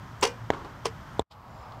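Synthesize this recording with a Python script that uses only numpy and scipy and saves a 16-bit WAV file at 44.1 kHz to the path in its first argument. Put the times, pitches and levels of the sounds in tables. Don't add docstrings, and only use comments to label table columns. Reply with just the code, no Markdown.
import sys
import numpy as np
from scipy import signal
from scipy.fft import rfft, irfft
from scipy.io import wavfile

SR = 44100
rng = np.random.default_rng(int(sys.argv[2]) if len(sys.argv) > 2 else 0)


def wav_record(signal):
    frames = np.transpose(np.atleast_2d(signal))
    bounded = np.clip(frames, -1, 1)
    quanta = np.round(bounded * 32767).astype(np.int16)
    wavfile.write(sys.argv[1], SR, quanta)


N = 79380
T = np.arange(N) / SR

# t/s, gain/dB
DROPOUT = [(1.221, -0.5), (1.226, -24), (1.25, -47), (1.295, -41), (1.313, -1.5)]
DROPOUT_BOTTOM_S = DROPOUT[2][0]


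def from_db(db):
    return 10 ** (np.asarray(db) / 20)


def unit_rms(x):
    return x / np.sqrt(np.mean(x ** 2) + 1e-20)


def colour(x, spectrum):
    hz, db = np.transpose(spectrum)
    bins = np.maximum(np.fft.rfftfreq(N, 1 / SR), 1)
    gain = from_db(np.interp(np.log(bins), np.log(hz), db))
    return unit_rms(irfft(rfft(x) * gain, N))


def burst(peak, rise, t60):
    age = T - peak
    return np.exp(np.minimum(age, 0) * 2 / rise) * 1000 ** (-np.maximum(age, 0) / t60)


def ring(start, modes):
    age = np.maximum(T - start, 0)
    return sum((-1) ** k * from_db(db) * np.sin(2 * np.pi * hz * age) * 1000 ** (-age / t60)
               for k, (hz, db, t60) in enumerate(modes))


def grains(per_s=5600, spread_db=4.5):
    contacts = (rng.random(N) < per_s / SR) * rng.choice([-1, 1], N)
    return contacts * from_db(spread_db * rng.standard_normal(N))


def push(centre, width):
    return np.exp(-.5 * ((T - centre) / width) ** 2)


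def bows():
    # t/s, ring gain/dB, buzz level/dB, buzz rise/s, buzz t60/s
    shots = [(.228, -20.5, -19.5, 0.0047, 0.18), (0.8552, -17.5, -25, 0.0042, 0.089)]
    # f/Hz, level/dB, t60/s
    first_bow = [(279, -14.5, 0.18), (406, 2, 0.12), (539.3, -8, 0.25), (790, -10, 0.11), (904, 2, 0.04),
                 (971, -4, .13), (1036, -13.5, 0.18), (1550, -18.5, 0.42), (2370, -17, 0.13),
                 (2407, -15.5, 0.28), (2560, -17, .11), (2827, -10, 0.17), (4430, -13.5, 0.042),
                 (4840, -14.5, 0.12), (5570, -17, 0.11), (5560, -9.5, .095), (5870, -7, 0.11),
                 (6130, -17.5, 0.11)]
    # f/Hz, level/dB, t60/s
    second_bow = [(424, -1.5, 0.039), (620, -2.5, 0.019), (800, -12, 0.034), (1002, -5.5, 0.049),
                  (1108, -5, 0.038), (1985, -16.5, .04), (2325, -20.5, 0.071), (3140, -20.5, 0.073)]
    # f/Hz, level/dB
    buzz_eq = [(120, -14), (280, -1.5), (430, -1.5), (630, -5), (980, 6), (1350, -6.5), (2800, -5),
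               (3900, -14), (4800, -9.5), (5900, -11.5), (7000, -19), (8300, -17.5), (10000, -31),
               (15000, -33.5)]
    buzz = colour(grains(), buzz_eq)
    return sum(from_db(db) * ring(t, modes) + from_db(buzz_db) * buzz * burst(t, rise, t60)
               for (t, db, buzz_db, rise, t60), modes in zip(shots, (first_bow, second_bow)))


def arrows(crack_t60_s=0.012, echo_cut_hz=1200):
    # t/s, gain/dB, contact width/s, rebound delay/s, rebound ratio,
    # face/dB, shaft/dB, crack/dB (these three relative to the strike), scatter/dB
    hits = [(0.5033, -5.5, .00013, 0.000752, 1.23, -9.5, -27.5, -20, -38.5),
            (1.1946, -9.5, 0.00019, 0.000646, 1.14, -1, -9, -25.5, -53)]
    # f/Hz, level/dB, t60/s
    face_modes = [(72, -19.5, 0.22), (463, -11, 0.043), (760, -32, 0.013), (1043, -13, 0.025)]
    # f/Hz, level/dB, t60/s
    shaft_modes = [(3446, -1, 0.0086), (3730, 1.5, 0.004), (7390, -11.5, 0.0082), (8550, -14.5, 0.0078)]
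    # f/Hz, level/dB
    crack_eq = [(500, 1.5), (2000, -2.5), (3500, 7), (4600, -9.5), (6500, -1), (9000, -26.5), (14000, -28)]
    # delay/s, gain/dB
    echoes = [(.0072, -15.5), (0.034, -21.5)]
    # delay/s, gain/dB, rise/s, t60/s
    tails = [(.02, 1, 0.025, 0.76), (.032, 4, 0.0017, 0.057), (.145, -2.5, .002, .12)]
    # f/Hz, level/dB
    scatter_eq = [(120, 1.5), (300, 11.5), (600, 2.5), (1150, 10), (1800, -7), (3300, -11.5), (5000, -20),
                  (8000, -28), (14000, -49)]
    scatter = colour(rng.standard_normal(N), scatter_eq)
    crack_noise = colour(rng.standard_normal(N), crack_eq)
    lowpass = signal.butter(1, echo_cut_hz, fs=SR, output="sos")
    out = 0
    for t, db, contact, delay, rebound, face_db, shaft_db, crack_db, scatter_db in hits:
        dent = push(t, contact) - rebound * push(t + delay, contact)
        face = from_db(face_db) * ring(t + delay, face_modes)
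        shaft = from_db(shaft_db) * ring(t + contact, shaft_modes)
        crack = from_db(crack_db) * crack_noise * burst(t + delay, delay, crack_t60_s)
        smack = from_db(db) * (dent + face + shaft + crack)
        dulled = signal.sosfilt(lowpass, smack + 1e-18)
        slaps = sum(from_db(echo_db) * np.interp(T - lag, T, dulled) for lag, echo_db in echoes)
        trees = sum(from_db(scatter_db + tail_db) * burst(t + lag, rise, t60)
                    for lag, tail_db, rise, t60 in tails)
        out += smack + slaps + scatter * trees * (T > t) * (T < DROPOUT_BOTTOM_S)
    return out


def fittings():
    # t/s, level/dB, t60/s
    clacks = [(0.2285, -21, 0.028), (0.2381, -22.5, 0.026), (0.2525, -21.5, 0.017), (0.269, -36.5, .02),
              (0.2752, -32, 0.021), (0.8558, -21.5, 0.022), (0.8669, -31, 0.014)]
    # f/Hz, level/dB
    clack_eq = [(500, -23), (1500, -11), (3000, 0), (4000, 1.5), (5800, 4.5), (7000, -7.5), (8400, -5),
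                (10500, -13.5), (15000, -40.5)]
    metal = colour(grains(), clack_eq)
    return metal * sum(from_db(db) * burst(t, 0.00087, t60) for t, db, t60 in clacks)


def strings(settle_s=0.02):
    # t/s, level/dB, first f/Hz, settled f/Hz, t60/s
    twangs = [(0.2426, -23.5, 438, 481.6, .22), (.866, -25, 448, 449, 0.1)]
    out = 0
    for t, db, first_hz, settled_hz, t60 in twangs:
        age = np.maximum(T - t, 0)
        hz = settled_hz + (first_hz - settled_hz) * np.exp(-age / settle_s)
        phase = 2 * np.pi * np.cumsum(hz * (T > t)) / SR
        out += from_db(db) * np.sin(phase) * 1000 ** (-age / t60)
    return out


def release():
    # t/s, level/dB
    ticks = [(0.2127, -30.5), (.217, -37)]
    # f/Hz, level/dB
    tick_eq = [(2000, -14.5), (6300, -8), (7500, 11), (9000, -15.5), (12500, -24), (15000, -7)]
    noise = colour(rng.standard_normal(N), tick_eq)
    return noise * sum(from_db(db) * burst(t, rise=.001, t60=0.0053) for t, db in ticks)


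def far_echo_and_rustles():
    # t/s, level/dB, rise/s, t60/s
    events = [(0.647, -50, .001, 0.017), (1.324, -51.5, 0.036, 0.074), (1.722, -49.5, 0.003, 0.027)]
    # f/Hz, level/dB
    bright_eq = [(800, -11), (2400, 0.5), (3500, 8.5), (5000, 4), (6200, -9), (7500, -5.5), (10000, -19),
                 (15000, -33)]
    texture = colour(grains(), bright_eq)
    return texture * sum(from_db(db) * burst(t, rise, t60) for t, db, rise, t60 in events)


def bird(pitch_sag=0.085, blur_hz=90):
    # crest t/s, crest f/Hz, half length/s, level/dB
    whistles = [(1.152, 8900, 0.036, -70), (1.595, 7270, .13, -70), (1.622, 5140, .11, -65)]
    lowpass = signal.butter(2, blur_hz, fs=SR, output="sos")
    out = 0
    for t, hz, half, db in whistles:
        off_crest = np.minimum(((T - t) / half) ** 2, 1)
        blur = unit_rms(signal.sosfilt(lowpass, rng.standard_normal(N)))
        phase = 2 * np.pi * np.cumsum(hz * (1 - pitch_sag * off_crest)) / SR
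        out += from_db(db) * blur * (1 - off_crest) * np.sin(phase)
    return out


def traffic_and_wind(drone_hz=114.2, drone_width_hz=7.8, drone_db=-54.5):
    # f/Hz, level/dB
    early_eq = [(15, -42), (25, -12.5), (110, -0.5), (457, -21.5), (631, -16), (826, -16), (895, -14),
                (1050, -12.5), (1140, -15), (1300, -14.5), (1950, -22.5), (2630, -31.5), (3170, -28),
                (3830, -35), (5880, -35.5), (10600, -51), (13200, -49.5), (14300, -46.5), (15500, -53.5)]
    # f/Hz, level/dB
    late_eq = [(15, -36), (25, -13), (96, 0), (144, -9.5), (173, -7.5), (389, -19.5), (826, -7.5),
               (1170, -10.5), (1710, -23), (3000, -31), (4040, -34.5), (5010, -34), (6210, -40.5),
               (7500, -42), (8810, -48), (14300, -52), (15500, -47)]
    # t/s, level/dB
    ride = [(0, -43.5), (.7, -44), (1.2, -42.5), (1.33, -50), (1.45, -46), (1.62, -42.5), (1.8, -43.5)]
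    # t/s, level/dB, rise/s, t60/s
    puffs = [(.135, -41.5, 0.043, 0.17), (0.438, -40.5, 0.06, 0.15), (1.769, -41, 0.025, 0.13)]
    early = colour(rng.standard_normal(N), early_eq)
    late = colour(rng.standard_normal(N), late_eq)
    bed = from_db(np.interp(T, *np.transpose(ride))) * np.where(T < DROPOUT_BOTTOM_S, early, late)
    resonance = signal.iirpeak(drone_hz, drone_hz / drone_width_hz, fs=SR)
    rumble = signal.lfilter(*resonance, rng.standard_normal(N))
    rumble = signal.sosfilt(signal.butter(2, 2 * drone_hz, fs=SR, output="sos"), rumble)
    wind = sum(from_db(db) * burst(t, rise, t60) for t, db, rise, t60 in puffs)
    return bed + (from_db(drone_db) + wind) * unit_rms(rumble)


def scene():
    archery = release() + bows() + strings() + fittings() + arrows()
    return (archery + far_echo_and_rustles() + bird() + traffic_and_wind())[None]


def record(dry):
    # f/Hz, rms level/dB
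    whine_tones = [(11700, -79.5), (14626, -82.5)]
    cutoff_hz = 15600
    whine = sum(from_db(db) * np.sqrt(2) * np.sin(2 * np.pi * hz * T) for hz, db in whine_tones)
    dipped = (dry + whine) * from_db(np.interp(T, *np.transpose(DROPOUT)))
    return signal.sosfilt(signal.ellip(10, .1, 80, cutoff_hz, fs=SR, output="sos"), dipped)


dry = scene()
out = record(dry)
wav_record(out)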